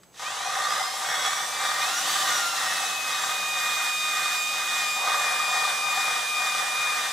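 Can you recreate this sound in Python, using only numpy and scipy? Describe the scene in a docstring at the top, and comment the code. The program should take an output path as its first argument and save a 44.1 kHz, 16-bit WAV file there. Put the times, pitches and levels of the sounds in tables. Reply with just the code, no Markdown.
"""Valve lapping with a drill.

Close by in a garage, an electric drill spins an engine valve on its seat, abrasive paste between them.
The paste grinds and chatters into the cylinder head, swelling about twice a second under a finger.
The motor runs up, revs once and settles, whining on every fifth shaft order over brush and fan hiss."""
import sys
import numpy as np
from scipy import signal
from scipy.fft import rfft, irfft
from scipy.io import wavfile
from scipy.ndimage import uniform_filter1d, map_coordinates

SR = 44100
rng = np.random.default_rng(int(sys.argv[2]) if len(sys.argv) > 2 else 0)


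def transcribe(signal):
    """Save signal, clipped to [-1, 1], as a 16-bit WAV file at the path in sys.argv[1]."""
    frames = np.atleast_2d(signal).T
    limited = np.clip(frames, -1, 1)
    pcm = np.round(limited * 32767).astype(np.int16)
    wavfile.write(sys.argv[1], SR, pcm)


N = 313992
TIME_S = np.arange(N) / SR
BINS_HZ = np.maximum(np.arange(4097) * SR / 8192, 1)
CRUISE_HZ = 245


def undb(db):
    """Decibels to gain."""
    return 10 ** (np.asarray(db) / 20)


def unit(x):
    """Scale to rms 1."""
    return x / np.sqrt(np.mean(x ** 2))


def curves(table):
    """Each column of a timed table, per sample."""
    times_s, *columns = np.transpose(table)
    return [np.interp(TIME_S, times_s, column) for column in columns]


def colour(points):
    """Gain per bin from (frequency [Hz], level [dB]) points."""
    hz, db = np.transpose(points)
    return undb(np.interp(np.log(BINS_HZ), np.log(hz), db))


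def bell(hz, centre_hz, width_hz):
    """Resonance curve, 1 at its centre."""
    return 1 / (1 + (2 * (hz - centre_hz) / width_hz) ** 2)


def swell(middle_s, length_s, power=2):
    """Smooth bump, length_s wide at half height; a higher power flattens the top."""
    return np.exp2(-(2 * (TIME_S - middle_s) / length_s) ** power)


def shape(x, gain):
    """Minimum-phase filter from a gain per bin: rings after a blow, never before."""
    cepstrum = irfft(np.log(gain + 1e-9))
    half = len(cepstrum) // 2
    folded = np.r_[cepstrum[0], 2 * cepstrum[1:half], np.zeros(half)]
    return signal.fftconvolve(x, irfft(np.exp(rfft(folded))))[:len(x)]


def walk(rate_hz):
    """Ramps between random levels, rms 1."""
    hold = max(int(SR / rate_hz), 2)
    steps = np.repeat(rng.standard_normal(N)[:N // hold + 1], hold)
    return unit(uniform_filter1d(steps, hold)[:N])


def grains(rate_hz, spread_db):
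    """Clicks of random time and size, rms 1."""
    size = undb(spread_db * np.minimum(rng.exponential(size=N), 6))
    return unit((rng.random(N) < rate_hz / SR) * size * rng.standard_normal(N))


def reflections(t60_s, delay_s):
    """Dense decaying echoes, energy 1."""
    t = TIME_S[:SR // 2]
    tail = rng.standard_normal(len(t)) * np.exp(-np.log(1000) * t / t60_s) * (t > delay_s)
    return tail / np.sqrt(np.sum(tail ** 2))


def steady(lines):
    """Sines from (frequency [Hz], rms level [dB]) rows."""
    return sum(np.sqrt(2) * undb(db) * np.sin(2 * np.pi * hz * TIME_S) for hz, db in lines)


# mains hum: (frequency [Hz], level [dB])
MAINS_HUM = [(60, -78.5), (120, -74.5)]
# room noise spectrum: (frequency [Hz], relative level [dB])
ROOM_SPECTRUM = [(25, -32), (40, -13), (60, -2.5), (120, 8.5), (250, 4), (500, 6.5), (1000, 0),
                 (2000, -4.5), (6500, -12), (10000, -13), (15000, -14)]


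def room_tone(noise_db=-59):
    """The garage at rest: mains hum over low noise."""
    noise = unit(shape(rng.standard_normal(N), colour(ROOM_SPECTRUM)))
    return steady(MAINS_HUM) + noise * undb(noise_db)


# speed control tones: (frequency [Hz], level [dB])
WHISTLE_TONES = [(6430, -70), (7750, -70)]


def whistle(spun_up):
    """The speed control whistles thinly until the motor spins up."""
    return (1 - spun_up) * steady(WHISTLE_TONES)


# trigger click spectrum: (frequency [Hz], relative level [dB])
CLICK_SPECTRUM = [(60, 6), (150, 14), (400, -7), (1200, 9), (3000, 2), (8000, 2), (15000, -22)]


def trigger(start_s=0.033, decay_s=0.0076, gain_db=-47):
    """The plastic switch closes with a small dull click."""
    envelope = (TIME_S >= start_s) * np.exp(-np.abs(TIME_S - start_s) / decay_s)
    return undb(gain_db) * shape(envelope * rng.standard_normal(N), colour(CLICK_SPECTRUM))


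# speed set by the trigger: (time [s], shaft rate [Hz])
SHAFT_SPEED = [(0.13, 49.3), (0.204, 99.7), (0.298, 132.6), (0.439, 161.2), (0.53, 171.0), (0.617, 179.6),
               (0.762, 199.3), (0.858, 209.3), (0.956, 215.9), (1.09, 220.7), (1.218, 222.7), (1.49, 232.8),
               (1.81, 238.4), (1.92, 274.6), (2.02, 295.3), (2.147, 315.2), (2.3, 293.2), (2.43, 279.4),
               (2.62, 270.3), (2.83, 256.9), (3.1, 252.0), (3.33, 247.2), (3.65, 245.7), (4.4, 245.9),
               (4.6, 247.1), (5.05, 246.8), (5.35, 245.7), (6.2, 245.0), (6.85, 244.8), (7.12, 243.3)]


def motor_speed(sag_hz=2.3, lag_s=0.14, sag_s=0.22, sag_onset_s=(4.3, 4.7)):
    """Shaft rate in Hz; late on, each finger press drags it down a moment later."""
    free_hz, = curves(SHAFT_SPEED)
    drag_hz = sag_hz * sum(swell(s + lag_s, sag_s) for s, _, _ in FINGER_PRESSES)
    return free_hz - drag_hz * np.interp(TIME_S, sag_onset_s, [0, 1])


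def hiss_level(shaft_hz, brush_db=-37.5, fan_db=-37, fan_db_per_decade=71, press_db=1, lag_s=0.097):
    """Hiss in dB: brushes constant, fan rising with speed, a small lift after each press."""
    fan = undb(fan_db + fan_db_per_decade * np.log10(shaft_hz / CRUISE_HZ))
    load_db = press_db * sum(swell(s + lag_s, length_s=0.16) for s, _, _ in FINGER_PRESSES)
    return 20 * np.log10(np.hypot(undb(brush_db), fan)) + load_db


# brush and fan spectrum: (frequency [Hz], relative level [dB])
HISS_SPECTRUM = [(60, -53), (170, -12), (290, -14.5), (400, -12.5), (800, -1), (2000, -1.5), (3600, 5.5),
                 (4600, 1), (5700, 3), (7300, 1.5), (8400, -3.5), (9500, -4.5), (12000, -10),
                 (14000, -12.5), (15500, -18)]


def brushes_and_fan(shaft_hz, angle, hiss_db, pulse_depth=0.076, ring_gain=0.49, trim_db=-0.3):
    """Fine sparking and fan air, pulsing five times a turn and ringing faintly off nearby surfaces."""
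    pulsing = 1 + pulse_depth * np.cos(5 * angle)
    hiss = grains(rate_hz=38000, spread_db=-0.5) * pulsing * undb(0.53 * walk(rate_hz=34))
    ringing = signal.fftconvolve(hiss, reflections(t60_s=0.053, delay_s=0.00042))[:N]
    hiss = unit(shape(hiss + ring_gain * ringing, colour(HISS_SPECTRUM)))
    # faster brushes hiss brighter
    treble = signal.sosfiltfilt(signal.butter(2, 10000, "high", fs=SR, output="sos"), hiss)
    treble_db = 11 * (np.maximum(shaft_hz / CRUISE_HZ, 0.8) - 1.16)
    return (hiss + treble * (undb(treble_db) - 1)) * undb(hiss_db + trim_db)


# knocks at the seat: (time [s], relative level [dB])
VALVE_KNOCKS = [(0.142, -50), (0.164, -48), (0.195, -33.5)]


def knocks(decay_s=0.0093, gain_db=18):
    """Force of light scuffing blows as the valve takes up its play."""
    envelope = np.zeros(N)
    for s, db in VALVE_KNOCKS:
        envelope += undb(db + gain_db) * (TIME_S >= s) * np.exp(-np.abs(TIME_S - s) / decay_s)
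    return envelope * rng.standard_normal(N)


# head and port resonances: (frequency [Hz], width [Hz], gain [dB], left minus right [dB])
HEAD_MODES = [(152, 60, -28, 0), (485, 101, -21.5, -3), (600, 170, -14.8, -2), (755, 66, -3.5, 4),
              (793, 39, -5, 6), (884, 110, -12, -1), (965, 37, -6, 5), (1016, 40, -6, 3),
              (1100, 60, -6, -3), (1184, 71, .5, -1), (1238, 57, 0, -6), (1407, 86, -7, -2),
              (1559, 160, -6.5, -1), (1726, 20, -2.5, -1), (1815, 16, -.5, -1), (1869, 22, 2.3, 1),
              (1941, 181, -11, -2), (2090, 146, -9, 1), (2483, 258, -18, 2), (2927, 25, -16, 13),
              (3316, 155, -12.5, -3), (3495, 127, -10.5, 0), (3651, 383, -14, -2), (3789, 41, -8, 4),
              (4247, 55, -10, 4), (4862, 335, -21, 5), (5631, 314, -14, -1), (6263, 148, -14, 0),
              (7449, 101, -17, 1), (7987, 186, -16, 1)]
# grit scratch between the resonances: (frequency [Hz], gain [dB])
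GRIT_SPECTRUM = [(30, -59), (90, -84), (250, -61), (320, -27), (370, -36), (450, -23.5), (1000, -17.5),
                 (2700, -63), (4500, -53), (7500, -24.5), (10000, -28.5), (15000, -43.5)]


def cylinder_head(force):
    """The casting rings to a force at the seat; most resonances radiate more to one side."""
    channels = []
    for side in (1, -1):
        power = sum((undb(db + side * pan_db / 2) * bell(BINS_HZ, hz, width_hz)) ** 2
                    for hz, width_hz, db, pan_db in HEAD_MODES)
        channels.append(shape(force, np.sqrt(power + colour(GRIT_SPECTRUM) ** 2)))
    return np.array(channels)


# rotor tones, one per multiple of the pole rate: (base level [dB], waver [dB], phase sway [rad])
ROTOR_TONES = [(-48.5, 2.2, .4), (-47.4, .6, .068), (-47, 2.2, .55), (-47.3, 2, .25), (-46.3, 1.8, .2),
               (-58, .6, .11), (-55.2, 1.8, .15), (-61, 2.4, .15), (-64.3, 2.4, .15), (-58, 1.8, .15),
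               (-64, 2.5, .25), (-63.5, 2.5, .3), (-62.5, 2.5, .3)]
# casing peaks and notches per tone: (order [x shaft rate], centre [Hz], width [Hz], gain [dB])
CASING_MODES = [(5, 791, 200, -16.0), (5, 1222, 45, 10.0), (5, 1327, 25, -9.0), (5, 1409, 150, 15.0),
                (5, 1525, 70, -11.0), (10, 1500, 500, -14.9), (10, 1826, 148, 16.0), (10, 2046, 49, 11.5),
                (10, 2178, 14, -16.0), (10, 2236, 89, 3.6), (10, 2317, 18, -13.5), (10, 2380, 30, -2.0),
                (10, 2420, 10, -3.0), (10, 2446, 45, 7.2), (10, 2483, 7, -10.0), (10, 2490, 355, 10.6),
                (10, 3130, 160, 3.0), (15, 2469, 100, 14.0), (15, 2822, 266, -9.0), (15, 3100, 120, 4.0),
                (15, 3368, 70, 11.0), (15, 3727, 224, 8.1), (15, 3809, 50, -11.0), (15, 4343, 295, -6.3),
                (15, 4714, 69, 3.0), (20, 2470, 150, 13.0), (20, 3050, 300, 4.0), (20, 3730, 150, 12.0),
                (20, 4123, 32, -16.0), (20, 4452, 129, -16.0), (20, 4890, 50, 5.0), (20, 5104, 181, -16.0),
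                (20, 5293, 174, 7.0), (20, 5732, 190, 11.0), (20, 6094, 250, -10.0), (25, 3500, 900, 4.5),
                (25, 4438, 302, -10.8), (25, 5730, 322, 10.7), (25, 6006, 346, -13.5),
                (25, 7437, 79, -10.8), (30, 3600, 500, 12.0), (30, 5373, 1200, 13.0), (30, 6762, 154, 16.0),
                (30, 7081, 101, 13.0), (30, 7297, 33, -16.0), (30, 7360, 74, 15.5), (30, 7469, 57, 12.7),
                (30, 7708, 171, 15.8), (30, 8698, 216, 11.0), (30, 9430, 100, 10.3), (35, 5780, 220, 12.0),
                (35, 6799, 1400, 7.0), (35, 7810, 150, 4.0), (35, 7991, 635, 7.9), (35, 8234, 81, -16.0),
                (35, 8634, 39, -14.0), (35, 8928, 196, -10.8), (35, 9127, 1400, 8.5),
                (35, 10200, 374, -9.1), (40, 7228, 794, 12.5), (40, 9423, 169, 9.4), (40, 9738, 109, 9.5),
                (40, 10213, 125, 7.8), (45, 9614, 800, 15.0), (45, 10344, 165, 11.7), (45, 11080, 50, 4.0),
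                (45, 11403, 395, 14.0), (45, 11615, 270, -16.0), (50, 11296, 147, -16.0),
                (50, 12109, 66, -8.0), (50, 12301, 60, 8.5), (50, 12370, 70, 5.0), (50, 13133, 567, 8.1),
                (50, 14064, 1532, -16.0), (55, 13432, 190, -16.0), (55, 13506, 61, 14.0),
                (60, 12951, 465, 8.9), (60, 15298, 109, -16.0)]
# unbalance hum at top speed: (order [x shaft rate], level [dB])
UNBALANCE_TONES = [(.5, -61), (1, -55.5)]


def rotor_whine(shaft_hz, angle, poles=5, effort_db_per_decade=22):
    """Tones locked to the shaft flare and fade as they glide through the casing's resonances."""
    def tone(order, db, waver_db, sway_rad):
        amplitude = np.sqrt(2) * undb(db + waver_db * walk(rate_hz=28))
        phase = order * angle + sway_rad * walk(rate_hz=41) + 2 * np.pi * rng.random()
        return amplitude * np.cos(phase)

    effort_db = effort_db_per_decade * np.log10(np.maximum(shaft_hz / CRUISE_HZ, 0.7))
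    whine = np.zeros(N)
    for harmonic, (db, waver_db, sway_rad) in enumerate(ROTOR_TONES, start=1):
        order = poles * harmonic
        casing_db = sum(peak_db * bell(order * shaft_hz, hz, width_hz)
                        for mode_order, hz, width_hz, peak_db in CASING_MODES if mode_order == order)
        whine += tone(order, db + casing_db + effort_db, waver_db, sway_rad)
    # unbalance grows steeply with speed, the half-rate shudder most
    shake_db = 90 * np.log10(shaft_hz / shaft_hz.max())
    for order, db in UNBALANCE_TONES:
        whine += tone(order, db + shake_db / order, waver_db=1.5, sway_rad=0.2)
    return whine


# brush buzz spectrum: (frequency [Hz], relative level [dB])
BUZZ_SPECTRUM = [(200, -22), (1000, -14), (3500, -3), (6000, 0), (8000, -.5), (10000, -4), (13000, -7.5),
                 (15500, -12)]


def commutator_buzz(angle, hiss_db, relative_db=-10.5):
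    """The brushes ride the same uneven commutator every turn, buzzing on the shaft's harmonics."""
    bumps = irfft(np.exp(2j * np.pi * rng.random(size=72)), n=1024)
    position = angle / (2 * np.pi) * len(bumps)
    buzz = map_coordinates(bumps, [position], order=3, mode="grid-wrap")
    return unit(shape(buzz, colour(BUZZ_SPECTRUM))) * undb(hiss_db + relative_db)


# growl, fading as the paste wears fine, back with coarse grit: (time [s], gain [dB])
GROWL_GAIN = [(.25, 5), (.7, 5.5), (1.4, 4), (2.2, 4.5), (2.7, 3), (3.3, 3), (3.8, 2.3), (4.0, -1),
              (4.5, 2), (4.92, 0), (5.02, 8), (5.25, 6.5), (5.85, 4.5), (6.5, 3.5), (7.1, 3)]
# finger on the valve: (middle [s], length [s], rasp rise [dB])
FINGER_PRESSES = [(0.67, 0.4, 9), (1.208, 0.41, 10), (1.764, 0.44, 10.5), (2.254, .42, 10),
                  (2.73, 0.35, 10.5), (3.21, 0.35, 9), (3.747, 0.34, 9), (4.223, 0.28, 9.5),
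                  (4.723, 0.32, 8.5), (5.208, 0.36, 10.5), (5.603, 0.34, 8.5), (6.069, 0.33, 9.5),
                  (6.515, 0.4, 8), (6.927, .33, 9)]


def grinding(turning, shaft_hz, angle, gain_db=-20, catch_db=7, growl_hz=(380, 1300), growl_share=0.4):
    """Force of grains crushed between valve and seat; the rasp follows the finger more than the growl."""
    # at low speed the valve catches and slips about once in three motor turns
    slowness = np.clip(1 - shaft_hz / shaft_hz.max(), 0, 1)
    catching = undb(catch_db * slowness * np.cos(angle / 3 + walk(rate_hz=20)))
    catching_rms = np.sqrt(uniform_filter1d(catching ** 2, size=2400))
    bunches = unit(undb(-0.06 * walk(rate_hz=75))) * catching / catching_rms
    crushing = grains(rate_hz=7000, spread_db=0.34) * bunches
    force = crushing * turning * undb(gain_db + 0.64 * walk(rate_hz=18))
    growl = signal.sosfiltfilt(signal.butter(4, growl_hz, "band", fs=SR, output="sos"), force)
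    rasp = force - growl
    growl_db, = curves(GROWL_GAIN)
    press_db = sum(db * swell(s, length_s, power=4) for s, length_s, db in FINGER_PRESSES)
    return rasp * undb(press_db) + growl * undb(growl_db + growl_share * press_db)


# snags near the head's resonances: (time [s], frequency [Hz], relative level [dB])
VALVE_SNAGS = [(0.274, 1204, -27), (.41, 768, -21.5), (.462, 790, -19), (.477, 768, -15), (.503, 1222, -23),
               (0.535, 1220, -26), (0.579, 1216, -36), (0.654, 1188, -19.5), (.671, 1200, -19),
               (.698, 1220, -29), (.728, 1193, -19.5), (.811, 779, -19.5), (1.069, 764, -19.5),
               (1.175, 1230, -23), (1.227, 1185, -20), (1.274, 1203, -17), (1.336, 1198, -21),
               (1.694, 775, -28), (1.719, 1188, -23), (2.08, 762, -21), (2.143, 771, -22),
               (2.162, 1196, -21), (2.28, 1210, -19), (2.296, 1214, -15), (2.303, 1863, -17),
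               (2.843, 765, -18.5), (3.337, 766, -21.5), (4.149, 1244, -28), (4.262, 1228, -20),
               (5.075, 772, -20), (5.078, 1213, -26), (5.1, 1230, -26), (5.161, 1230, -25),
               (5.184, 1200, -23), (5.225, 1240, -26), (5.314, 1232, -24), (5.364, 1210, -22),
               (5.406, 1200, -20), (5.535, 1210, -20.5), (5.578, 1208, -25), (5.627, 1220, -23),
               (5.652, 1200, -18), (5.682, 760, -17.5), (5.891, 753, -19), (5.979, 771, -16.5),
               (6.557, 1223, -24)]


def snags(length_s=0.007, lead_s=0.003985, gain_db=-1.5, scuff_db=2):
    """Force of the valve snagging on coarse grains: a short stick-slip shudder with a scuff of grit."""
    t = TIME_S[:SR // 20]
    middle_s = t[-1] / 2
    grip = swell(middle_s, length_s)[:len(t)]
    force = np.zeros(N)
    for s, hz, db in VALVE_SNAGS:
        shudder = np.sin(2 * np.pi * (hz * t + rng.random()))
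        scuff = undb(scuff_db) * rng.standard_normal(len(t))
        start = int((s - lead_s - middle_s) * SR)  # early: the head takes a moment to ring up
        force[start:start + len(t)] += undb(db + gain_db) * grip * (shudder + scuff)
    return force


# valve squeal: (time [s], frequency [Hz], level [dB])
SQUEAL_PATH = [(.63, 5000, -80), (.67, 5020, -41), (.74, 5040, -43), (.79, 5005, -45), (.83, 5040, -43),
               (.9, 5000, -45), (.96, 4820, -73)]


def squeal(waver_db=3.6):
    """Friction at the seat holds one mode of the valve ringing for a moment."""
    hz, db = curves(SQUEAL_PATH)
    sounding = (TIME_S > SQUEAL_PATH[0][0]) & (TIME_S < SQUEAL_PATH[-1][0])
    amplitude = np.sqrt(2) * sounding * undb(db + waver_db * walk(rate_hz=31))
    return amplitude * np.sin(2 * np.pi * np.cumsum(hz) / SR)


# sideways reflections: (frequency [Hz], relative gain [dB])
WALL_SPECTRUM = [(60, -0.5), (250, -6), (750, -5.5), (1200, -8), (1700, -13), (2500, -4.5), (4500, -9),
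                 (8000, -4), (13000, 1)]
# diffuse tail against the direct sound: (frequency [Hz], gain [dB])
TAIL_SPECTRUM = [(100, -15), (1000, -27), (2500, -11), (8000, -11), (13000, -6)]


def garage(direct, walls_db=-3):
    """Bench and walls spread the sound sideways and leave a short tail."""
    mid = direct.mean(axis=0)
    echoes = signal.fftconvolve(mid, reflections(t60_s=0.36, delay_s=0.0025))[:N]
    side = undb(walls_db) * shape(echoes, colour(WALL_SPECTRUM))
    diffuse = shape(mid, colour(TAIL_SPECTRUM))
    tails = [signal.fftconvolve(diffuse, reflections(t60_s=0.16, delay_s=0.0054))[:N] for _ in range(2)]
    return direct + np.array([side, -side]) + np.array(tails)


def scene():
    """The trigger clicks, the motor starts, then the valve turns and grinds."""
    shaft_hz = motor_speed()
    hiss_db = hiss_level(shaft_hz)
    grit_drag = 1 + 0.000565 * walk(rate_hz=30)
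    angle = 2 * np.pi * np.cumsum(shaft_hz * grit_drag) / SR
    running = np.interp(TIME_S, [0.1, 0.22], [0, 1]) ** 2
    spun_up = np.interp(TIME_S, [0.17, 0.26], [0, 1])
    turning = np.interp(TIME_S, [0.185, 0.24], [0, 1])
    rotor = spun_up * (rotor_whine(shaft_hz, angle) + commutator_buzz(angle, hiss_db))
    hiss = running * brushes_and_fan(shaft_hz, angle, hiss_db)
    drill = whistle(spun_up) + trigger() + hiss + rotor
    valve = squeal() + cylinder_head(grinding(turning, shaft_hz, angle) + knocks() + snags())
    return garage(drill + valve + room_tone())


def record(dry, cutoff_hz=15550):
    """Steep low-pass on the top treble."""
    return signal.sosfiltfilt(signal.ellip(10, 0.05, 60, cutoff_hz, fs=SR, output="sos"), dry)


dry = scene()
out = record(dry)
transcribe(out)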